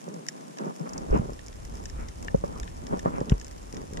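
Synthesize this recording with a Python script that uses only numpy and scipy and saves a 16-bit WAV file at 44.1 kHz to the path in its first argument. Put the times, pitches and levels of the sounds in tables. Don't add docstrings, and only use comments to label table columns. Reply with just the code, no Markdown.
import sys
import numpy as np
from scipy import signal
from scipy.fft import rfft, irfft
from scipy.io import wavfile

SR = 44100
rng = np.random.default_rng(int(sys.argv[2]) if len(sys.argv) > 2 else 0)


def bounce(signal):
    frames = np.transpose(np.atleast_2d(signal))
    limited = np.clip(frames, -1, 1)
    pcm = np.round(limited * 32767).astype(np.int16)
    wavfile.write(sys.argv[1], SR, pcm)


N = 176400
T = np.arange(N) / SR
OPPOSITE = np.array([[1], [-1]])

# t/s, peak level before balance/dB, relative low ring level/dB,
# relative bright ring level/dB, left minus right balance/dB
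NEAR_SNAPS = [(0.2853, -16.5, -9, -3.5, 1), (0.5723, -37.5, 3, 1, 1), (0.585, -28.5, 5, 3, -4),
              (0.8923, -34.5, -14, 1, -2), (0.9338, -29, -15, 2, 1), (0.9784, -26, -12, 9, 0),
              (1.3914, -40, 0, -10.5, -14.5), (1.463, -34, -20, 3, 1), (1.527, -37, -4, -6, 1),
              (1.856, -25, -6.5, 1, 1), (1.8983, -32, -3, 3.5, 1), (2.085, -32.5, -4, -1, 1),
              (2.631, -32.5, -1, -8, 4), (2.6768, -34.5, 4, -7, 8.5), (2.8677, -28.5, 8, 11.5, 0.5),
              (2.994, -30, 1.5, 0.5, 1), (3.2045, -35, -2, -1, 2), (3.296, -23.5, 2.5, -0.5, 0),
              (3.3985, -32, -10, -2, 2), (3.413, -30, -1.5, 0.5, 1), (3.4456, -30.5, -13, -3, 2),
              (3.745, -35.5, -4, 1, 2), (3.7677, -31.5, 4, 5.5, 0), (3.9718, -26.5, 3, 0, 2)]
# f/Hz, relative level/dB
SNAP_LOW_COLOUR = [(700, -62), (1350, -14), (1780, 8.5), (2200, -7), (2850, -4.5), (3700, -3),
                   (4400, -23.5), (9000, -68.5)]
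SNAP_BRIGHT_COLOUR = [(1500, -20), (3500, -16), (4300, -12.5), (5250, 7.5), (6300, 2.5), (7100, 6),
                      (7900, -6), (10500, -21), (15000, -28)]
SNAP_LAG_S = 0.00045
SNAP_SCATTER_S, SNAP_SCATTER_DB = 0.0021, -13
REEF_ECHO_S, REEF_ECHO_DB = 0.005, -24

# f/Hz, time to fall by 60 dB/s, relative level/dB
CLACK_TONES = [(1786, 0.023, 5), (2170, .008, -8), (2800, 0.018, -6.5)]
CLACK_S, CLACK_DB, CLACK_PAN_DB = 2.283, -21, 5

# t/s, peak level before balance/dB, push brightness f/Hz,
# rocking level relative to squeezing/dB, left minus right balance/dB
WATER_KNOCKS = [(0.079, -22.5, 560, 0.5, -3.5), (0.607, -25.5, 494, -4, -5), (0.622, -27, 450, -2.5, -3),
                (.665, -22, 445, -15, -5), (0.803, -17.5, 152, 7, 13), (1.146, -11.5, 323, 3.5, 2),
                (1.161, -14.5, 600, -6, 3.5), (1.195, -15, 130, -2.5, -5.5), (1.295, -21.5, 600, 5, 6.5),
                (2.3455, -7, 320, 5, 4.5), (2.439, -14, 770, 2, -1.5), (2.927, -15.5, 400, 7, 6),
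                (3.0589, -6.5, 850, 0, 0), (3.213, -13.5, 392, 0, -2.5), (3.319, -5, 152, 0.5, 3.5)]
KNOCK_RATTLE_S, KNOCK_RATTLE_DB = 0.007, -32
# f/Hz, time to fall by 60 dB/s, relative level/dB
SQUEEZE_TONES = [(168, 0.025, 3), (197, 0.016, 9.5), (399, 0.026, 1), (600, 0.015, -10), (1164, 0.03, -9),
                 (1800, 0.0043, -0.5)]
ROCK_TONES = [(177, 0.024, 5), (576, 0.026, 5.5), (722, 0.011, 5), (920, 0.02, -2), (1060, 0.022, -1),
              (1336, 0.039, -4)]

# t/s, f/Hz, peak level/dB
TONE_BLIPS = [(1.127, 430, -13), (1.144, 453, -20), (1.162, 940, -24), (2.344, 543, -15.5),
              (2.437, 567, -23), (2.928, 580, -27), (3.209, 875, -31)]
BLIP_ATTACK_S, BLIP_DECAY_S, BLIP_SQUEEZE = 0.0025, 0.0063, 0.31

# t/s, length/s, contact rate at the start/Hz, contact rate at the end/Hz, peak level/dB
CONTACT_RUNS = [(.1, 0.12, 221, 115, -29), (0.789, 0.094, 115, 320, -31.5), (1.218, .12, 80, 45, -24.5),
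                (3.738, 0.105, 60, 34, -26), (3.909, 0.095, 51, 98, -28)]
CONTACT_HZ, CONTACT_ROCK_DB = 400, -0.5
CONTACT_JITTER, CONTACT_SPREAD_DB = 0.035, 3

# t/s, peak level/dB, f/Hz
WATER_THUMPS = [(1.106, -17.5, 40), (1.132, -23.5, 52.4), (1.975, -28, 40.7), (2.347, -27, 50.7),
                (2.619, -32, 43.4), (3.3106, -19, 59), (3.328, -18.5, 43.6)]
THUMP_ATTACK_S, THUMP_DECAY_S = 0.0055, 0.016

# t/s, relative level/dB
SLOSH_LEVEL = [(0, -57), (.085, -48), (.21, -53.5), (.28, -56.5), (.39, -50), (.56, -55), (.605, -41),
               (.69, -40), (.745, -54.5), (.85, -46.5), (.97, -44), (1.07, -47), (1.16, -32), (1.21, -42.5),
               (1.37, -57), (1.6, -57), (1.8, -50), (1.9, -55.5), (2.01, -49), (2.14, -59), (2.25, -48.5),
               (2.4, -56), (2.46, -48), (2.58, -47.5), (2.72, -55.5), (2.89, -48.5), (2.94, -35),
               (3.01, -53), (3.075, -34.5), (3.12, -44.5), (3.2, -40), (3.26, -48.5), (3.32, -38.5),
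               (3.38, -55), (3.71, -55.5), (3.77, -45.5), (3.89, -56), (4, -44)]
# f/Hz, relative level/dB
SLOSH_SQUEEZE_COLOUR = [(90, -38), (125, -2.5), (170, 3.5), (250, 2), (420, -3.5), (520, -7.5),
                        (750, -16.5), (1200, -19.5), (1800, -30), (9000, -62.5)]
SLOSH_ROCK_COLOUR = [(90, -19), (160, 3), (260, -3), (380, -10), (520, -3), (700, -6.5), (980, -7.5),
                     (1200, -13.5), (1800, -26.5), (9000, -75)]
SLOSH_PER_S, SLOSH_SPREAD_DB = 900, 2.5
SQUEEZE_DB, ROCK_DB = 2.5, 7.5

# t of the middle/s, swell width (standard deviation)/s,
# level before the top is cut/dB, top f/Hz
FIZZ_PUFFS = [(0.66, 0.019, -51, 1840), (0.869, 0.0068, -43, 2450), (0.96, 0.026, -52.5, 2540),
              (1.154, 0.022, -42.5, 2900), (2.014, 0.04, -48, 2400), (2.57, 0.022, -42.5, 1280),
              (3.076, 0.012, -38, 1880), (3.164, 0.027, -47, 2600), (3.322, 0.0044, -38, 3200)]
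# f/Hz, relative level/dB
FIZZ_TONE = [(500, -12.5), (900, -4), (1300, 4.5), (1800, -2.5), (2800, -0.5), (4200, -13)]
FIZZ_PER_S, FIZZ_SPREAD_DB = 700, -1

# f/Hz, relative level/dB
FAR_CRACKLE_COLOUR = [(900, -28), (1750, -2.5), (2500, -8), (4300, -17.5), (5250, 0.5), (6300, -3.5),
                      (7000, -2), (8000, -12), (15000, -23)]
FAR_HISS_COLOUR = [(90, -34), (150, 2.5), (400, 9), (800, 6.5), (1800, 3), (3000, 0.5), (4300, -2.5),
                   (7000, 1), (7900, -2), (10000, -3.5), (12500, -14), (15000, -30)]
CRACKLE_PER_S, CRACKLE_SPREAD_DB = 160, 4.5
CRACKLE_DB, HISS_DB = -57.5, -54.5

# t/s, relative level/dB
RUMBLE_LEVEL = [(0, -38), (.92, -49), (1.07, -47), (1.14, -30), (1.25, -39), (1.45, -46.5), (1.7, -41.5),
                (2.02, -37), (2.13, -44), (2.26, -39), (2.5, -41.5), (2.65, -39), (2.85, -43.5),
                (3.45, -45), (3.88, -47.5), (4, -35)]
# f/Hz, relative level/dB
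RUMBLE_TONE = [(12, -14.5), (25, -3), (50, 3), (75, -2), (110, -8), (170, -16), (300, -28), (700, -68)]
RUMBLE_SIDE_DB = -7.5

LOW_CUT_HZ, BASS_OPENS_S, BASS_FADE_S = 145.3, 0.874, 0.083
TOP_HZ = 15100


def undb(db):
    return 10 ** (np.asarray(db) / 20)


def level(x, db):
    return x * undb(db) / np.sqrt(np.mean(x ** 2))


def curve(rows):
    times, levels = np.array(rows).T
    return undb(np.interp(T, times, levels))


def colour(x, rows):
    hz, db = np.array(rows).T
    n = x.shape[-1]
    f = np.maximum(np.fft.rfftfreq(n, 1 / SR), 1)
    gain_db = np.interp(np.log(f), np.log(hz), db)
    cepstrum = irfft(np.log(undb(gain_db)), n)
    cepstrum[1:n // 2] *= 2
    cepstrum[n // 2 + 1:] = 0
    return irfft(rfft(x) * np.exp(rfft(cepstrum)), n)


def grains(per_s, spread_db):
    size = undb(spread_db * np.minimum(rng.exponential(size=N), 5))
    happens = rng.random(N) < per_s / SR
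    return happens * size * rng.choice([-1, 1], N)


def ring(push, modes):
    t = T[:len(push)]
    tone = np.zeros(len(push))
    for hz, t60, db in modes:
        fade = np.exp(-np.log(1000) * t / t60)
        tone += undb(db) * np.sin(2 * np.pi * hz * t) * fade
    return signal.fftconvolve(push, tone)[:len(push)]


def add(out, x, s, db, pan_db):
    i = max(int(s * SR), 0)
    x = x / x.std(axis=-1, keepdims=True)
    x = x / np.abs(x).max() * undb(db + OPPOSITE * pan_db / 2)
    out[:, i:i + x.shape[1]] += x[:, :N - i]


def near_shrimp(size=2048):
    out, t = np.zeros((2, N)), T[:size]
    early = undb(SNAP_SCATTER_DB) * np.exp(-t / SNAP_SCATTER_S)
    echo = undb(REEF_ECHO_DB) * np.exp(-t / REEF_ECHO_S)
    for s, db, low_db, bright_db, pan_db in NEAR_SNAPS:
        pushes = (t == 0) + (early + echo) * rng.standard_normal((2, size))
        pushes = np.array([np.roll(p, int(rng.random() * SNAP_LAG_S * SR)) for p in pushes])
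        low_ring = level(colour(pushes, SNAP_LOW_COLOUR), low_db)
        bright_ring = level(colour(pushes, SNAP_BRIGHT_COLOUR), bright_db)
        add(out, low_ring + bright_ring, s, db, pan_db)
    return out


def clack(size=2048):
    out = np.zeros((2, N))
    contact = 1.0 * (T[:size] == 0)
    left = ring(contact, CLACK_TONES)
    right = np.roll(left, int(SNAP_LAG_S * SR))
    add(out, np.array([left, right]), CLACK_S, CLACK_DB, CLACK_PAN_DB)
    return out


def housing(contact, hz, rock_db):
    push = signal.lfilter(*signal.butter(2, hz, fs=SR), contact)
    push = signal.lfilter(*signal.butter(1, hz / 2, "high", fs=SR), push)
    squeeze = ring(push, SQUEEZE_TONES)
    rock = undb(rock_db) * ring(push, ROCK_TONES)
    return squeeze + OPPOSITE * rock


def knocks(size=4096):
    out, t = np.zeros((2, N)), T[:size]
    rattle_fade = undb(KNOCK_RATTLE_DB) * np.exp(-t / KNOCK_RATTLE_S)
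    for s, db, hz, rock_db, pan_db in WATER_KNOCKS:
        contact = (t == 0) + rattle_fade * rng.standard_normal(size)
        add(out, housing(contact, hz, rock_db), s, db, pan_db)
    return out


def tone_blips(size=4096):
    out, t = np.zeros((2, N)), T[:size]
    swell = (1 - np.exp(-t / BLIP_ATTACK_S)) * np.exp(-t / BLIP_DECAY_S)
    for s, hz, db in TONE_BLIPS:
        rock = np.sin(2 * np.pi * hz * t) * swell
        squeeze = np.cos(2 * np.pi * hz * t) * swell
        add(out, OPPOSITE * rock + BLIP_SQUEEZE * squeeze, s, db, 0)
    return out


def contact_runs(size=16384):
    out = np.zeros((2, N))
    for s, length, first, last, db in CONTACT_RUNS:
        contacts, at = np.zeros(size), 0
        for jitter, strength in rng.standard_normal((64, 2)):
            if at < min(length, size / SR):
                contacts[int(at * SR)] = undb(CONTACT_SPREAD_DB * strength)
                per_s = np.interp(at, [0, length], [first, last])
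                at += np.exp(CONTACT_JITTER * jitter) / per_s
        add(out, housing(contacts, CONTACT_HZ, CONTACT_ROCK_DB), s, db, 0)
    return out


def thumps(size=8192):
    out, t = np.zeros((2, N)), T[:size]
    swell = (1 - np.exp(-t / THUMP_ATTACK_S)) * np.exp(-t / THUMP_DECAY_S)
    for s, db, hz in WATER_THUMPS:
        add(out, np.sin(2 * np.pi * hz * t) * swell, s, db, 0)
    return out


def slosh():
    squeeze = level(colour(grains(SLOSH_PER_S, SLOSH_SPREAD_DB), SLOSH_SQUEEZE_COLOUR), SQUEEZE_DB)
    rock = level(colour(grains(SLOSH_PER_S, SLOSH_SPREAD_DB), SLOSH_ROCK_COLOUR), ROCK_DB)
    return curve(SLOSH_LEVEL) * (squeeze + OPPOSITE * rock)


def fizz():
    out = np.zeros((2, N))
    sides = [colour(grains(FIZZ_PER_S, FIZZ_SPREAD_DB), FIZZ_TONE) for _ in range(2)]
    bed = level(np.array(sides), 0)
    for s, width, db, top_hz in FIZZ_PUFFS:
        swell = undb(db) * np.exp(-((T - s) / width) ** 2 / 2)
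        top_cut = signal.butter(10, top_hz, fs=SR, output="sos")
        out += swell * signal.sosfilt(top_cut, bed)
    return out


def far_shrimp():
    snaps, pushes = grains(CRACKLE_PER_S, CRACKLE_SPREAD_DB), np.zeros((2, N))
    at = np.flatnonzero(snaps)
    for push, lag in zip(pushes, rng.random((2, N))):
        delay = (lag[at] * SNAP_LAG_S * SR).astype(int)
        push[(at + delay) % N] = snaps[at]
    t = T[:1024]
    scatter_fade = undb(SNAP_SCATTER_DB) * np.exp(-t / SNAP_SCATTER_S)
    scatter = (t == 0) + scatter_fade * rng.standard_normal((2, len(t)))
    power = np.maximum(signal.fftconvolve(pushes ** 2, scatter ** 2, axes=-1)[:, :N], 0)
    crackle = colour(np.sqrt(power) * rng.standard_normal((2, N)), FAR_CRACKLE_COLOUR)
    hiss = colour(rng.standard_normal((2, N)), FAR_HISS_COLOUR)
    return level(crackle, CRACKLE_DB) + level(hiss, HISS_DB)


def rumble():
    mid, side = level(colour(rng.standard_normal((2, N)), RUMBLE_TONE), 0)
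    return curve(RUMBLE_LEVEL) * (mid + OPPOSITE * undb(RUMBLE_SIDE_DB) * side)


def scene():
    sharp = near_shrimp() + clack()
    on_housing = knocks() + tone_blips() + contact_runs()
    water = thumps() + slosh() + fizz()
    background = far_shrimp() + rumble()
    return sharp + on_housing + water + background


def record(dry):
    low_cut = signal.butter(10, LOW_CUT_HZ, "high", fs=SR, output="sos")
    thin = signal.sosfilt(low_cut, dry)
    opened = np.clip((T - BASS_OPENS_S) / BASS_FADE_S, 0, 1)
    full = thin + opened * (dry - thin)
    top_cut = signal.ellip(8, 0.2, 70, TOP_HZ, fs=SR, output="sos")
    return signal.sosfilt(top_cut, full)


dry = scene()
out = record(dry)
bounce(out)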